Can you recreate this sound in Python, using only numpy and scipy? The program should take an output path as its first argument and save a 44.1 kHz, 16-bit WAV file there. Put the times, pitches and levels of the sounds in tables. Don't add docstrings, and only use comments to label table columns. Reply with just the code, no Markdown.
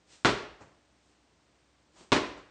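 import sys
import numpy as np
from scipy import signal
from scipy.fft import rfft, irfft
from scipy.io import wavfile

SR = 44100
rng = np.random.default_rng(int(sys.argv[2]) if len(sys.argv) > 2 else 0)


def wav_out(sig):
    wavfile.write(sys.argv[1], SR, np.round(np.clip(np.atleast_2d(sig).T, -1, 1) * 32767).astype(np.int16))


N = 110250
T = np.arange(N) / SR


def undb(db):
    return 10 ** (np.asarray(db) / 20)


def read(table, hz):
    table_hz, value = np.array(table, float).T
    return np.interp(np.log(np.maximum(hz, 1)), np.log(table_hz), value)


def noise(colour):
    hz = np.fft.rfftfreq(N, 1 / SR)
    random_phase = np.exp(2j * np.pi * rng.random(len(hz)))
    x = irfft(undb(read(colour, hz)) * random_phase, N)
    return x / x.std()


def room_tone():
    # frequency in Hz, rms level in dB.
    hum_tones = [(62, -78.5), (301, -81)]
    # frequency in Hz, relative level in dB per Hz.
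    air_colour = [(15, -60.5), (25, -26), (59, -4), (92, -5.5), (130, -5), (266, -6), (301, -5), (492, -10),
                  (530, -8.5), (826, -11), (1350, -14), (5780, -20.5), (9000, -26), (11700, -58.5),
                  (19800, -120)]
    air_db = -68.5
    hum = sum(undb(db) * np.sqrt(2) * np.sin(2 * np.pi * hz * T) for hz, db in hum_tones)
    return undb(air_db) * noise(air_colour) + hum


def fade(t, t60):
    return (t >= 0) * np.exp(-np.log(1000) * np.maximum(t, 0) / t60)


def swish(at, width, hiss_db, flap_db):
    # frequency in Hz, relative level in dB per Hz.
    rub_colour = [(200, -4), (900, -4.5), (1600, -1.5), (3000, 2), (5000, 1.5), (7500, 1), (9000, -4)]
    # frequency in Hz, relative level in dB per Hz.
    flap_colour = [(40, -12), (150, -8), (350, -0.5), (600, -9.5), (1000, -9), (2000, -20), (9000, -41)]
    room_t60_s = 0.45
    t = T - at
    swing = np.exp(-0.5 * (t / width) ** 2)
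    swell = np.maximum(swing, fade(t, room_t60_s))
    cloth = undb(hiss_db) * noise(rub_colour) + undb(flap_db) * noise(flap_colour)
    return swell * cloth


def ring(t, hz, t60):
    return np.sin(2 * np.pi * hz * t) * fade(t, t60)


def modes(t, table):
    return sum(undb(db) * ring(t - rng.random() / hz, hz, t60) for hz, db, t60 in table)


def reverberation(t, colour, shade=lambda hz: 0 * hz):
    # frequency in Hz, t60 in seconds.
    room_t60 = [(60, 0.87), (170, 0.34), (400, .55), (900, 0.56), (2000, 0.6), (4000, 0.54), (8000, 0.41)]
    hz = np.fft.rfftfreq(N, 1 / SR)
    spectrum = rfft(noise(colour)) * undb(shade(hz + 1))
    centres = 62.5 * 2. ** np.arange(8)
    out = 0
    for centre, pick in zip(centres, np.eye(len(centres))):
        weight = np.interp(np.log(hz + 1), np.log(centres), pick)
        band = irfft(spectrum * weight, N)
        out = out + band * fade(t, read(room_t60, centre))
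    return out


def slam(at, db, slap_hz, slap_db, thump_db, room_db, tilt_db, bump_db, boom_hz, boom_db, thud_db):
    # delay in seconds, gain in dB.
    walls = [(.0055, -15), (.0082, -4), (.0096, -3), (0.0126, -9), (.029, -13.5), (0.045, -11)]
    # frequency in Hz, relative level in dB, t60 in seconds.
    ball_modes = [(1131, -34.5, .45), (1841, -37, .3), (2480, -36, .4), (3086, -45.5, .35),
                  (3398, -42.5, .35), (4165, -39, .3), (4519, -38.5, 0.19), (5626, -46, 0.47),
                  (6810, -49.5, .35)]
    # frequency in Hz, relative level in dB, t60 in seconds.
    room_modes = [(57.4, -45, 0.74), (117, -36, 0.42), (217.7, -35.5, 0.43), (262.3, -32.5, .45),
                  (347, -32, .5), (396.5, -34, .45), (470.6, -36, 0.47), (606.6, -34.5, .5)]
    # frequency in Hz, relative level in dB per Hz.
    tail_colour = [(25, -27.5), (50, -10.5), (78, -15.5), (130, -8.5), (220, -3.5), (380, 3.5), (520, -4),
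                   (700, -5.5), (1100, -7), (1800, -9.5), (2800, -12.5), (4400, -15.5), (5400, -19.5),
                   (7000, -23.5), (9000, -31)]
    crack_hz, crack_t60_s, crack_db = 3700, 0.0017, -4.5
    slap_t60_s, slap_octaves = 0.0055, 0.1
    thump_hz, thump_t60_s = 385, 0.041
    thud_hz, thud_t60_s = 130, 0.098
    tail_db, early_db, early_t60_s = -22.5, -17.5, 0.1
    clump_s, clump_width_s, clump_db = 0.052, 0.016, 2.5
    build_s, boom_t60_s = 0.004, 0.58

    t = T - at
    crack = -undb(crack_db) * ring(t, crack_hz, crack_t60_s)
    slap = undb(slap_db) * ring(t, slap_hz, slap_t60_s)
    thump = undb(thump_db) * ring(t, thump_hz, thump_t60_s)
    blow = crack + slap + thump
    thud = undb(thud_db) * ring(t, thud_hz, thud_t60_s)
    echoes = sum(undb(gain_db) * np.interp(T - lag, T, blow, left=0) for lag, gain_db in walls)

    def shade(hz):
        octaves = np.log2(hz / slap_hz)
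        return tilt_db * octaves + bump_db * np.exp(-(octaves / slap_octaves) ** 2)

    tail = reverberation(t, tail_colour, shade)
    tail = tail * (undb(tail_db) + undb(early_db) * fade(t, early_t60_s))
    tail = tail * undb(clump_db * np.exp(-((t - clump_s) / clump_width_s) ** 2))

    boom = undb(boom_db) * ring(t, boom_hz, boom_t60_s)
    ringing = modes(t, ball_modes) + modes(t, room_modes) + boom
    build = 1 - np.exp(-np.maximum(t, 0) / build_s)
    room = undb(room_db) * build * (tail + ringing)
    return undb(db) * (blow + thud + echoes + room)


def touch(at, db, rise):
    # frequency in Hz, relative level in dB per Hz.
    pat_colour = [(40, -12), (120, 7.5), (300, 5), (700, 2), (1200, 0), (2200, -9.5), (4000, -16.5),
                  (7500, -16.5), (9000, -31.5)]
    pat_t60_s, room_db = 0.13, -1
    t = T - at
    pat = noise(pat_colour) * fade(np.maximum(t - rise, 0), pat_t60_s)
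    room = undb(room_db) * reverberation(t, pat_colour)
    return undb(db) * np.clip(t / rise, 0, 1) * (pat + room)


def scene():
    # peak time in seconds, width in seconds, hiss level in dB,
    # cloth flap level in dB.
    swishes = [(0.139, 0.034, -56, -67.5), (1.09, .06, -73, -80), (2.008, 0.038, -58, -58)]
    # start in seconds, level in dB, slap pitch in Hz, slap in dB, thump in dB,
    # room in dB, treble tilt in dB per octave, slap in the room in dB, boom pitch in Hz, boom in dB,
    # floor thud in dB. The slam's level scales all its parts; the room's also scales the boom.
    slams = [(0.2483, -1.5, 1380, -3.5, -19.5, 1.28, -0.28, 2.5, 416, -32.5, -33.5),
             (2.1198, -1, 1040, -12, -18, 0.05, 0.04, 6, 293, -29.5, -27.5)]
    # start in seconds, level in dB, rise in seconds.
    touches = [(0.597, -51, 0.021), (2.355, -52.5, .028)]
    out = room_tone()
    out = out + sum(swish(*row) for row in swishes)
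    out = out + sum(slam(*row) for row in slams)
    out = out + sum(touch(*row) for row in touches)
    return out[None]


def record(dry):
    low_cut_hz, top_hz, ceiling = 35, 8900, 0.75
    thin = signal.sosfilt(signal.butter(2, low_cut_hz, "high", fs=SR, output="sos"), dry)
    rounded = ceiling * np.tanh(thin / ceiling)
    return signal.sosfilt(signal.ellip(10, 0.2, 70, top_hz, fs=SR, output="sos"), rounded)


dry = scene()
out = record(dry)
wav_out(out)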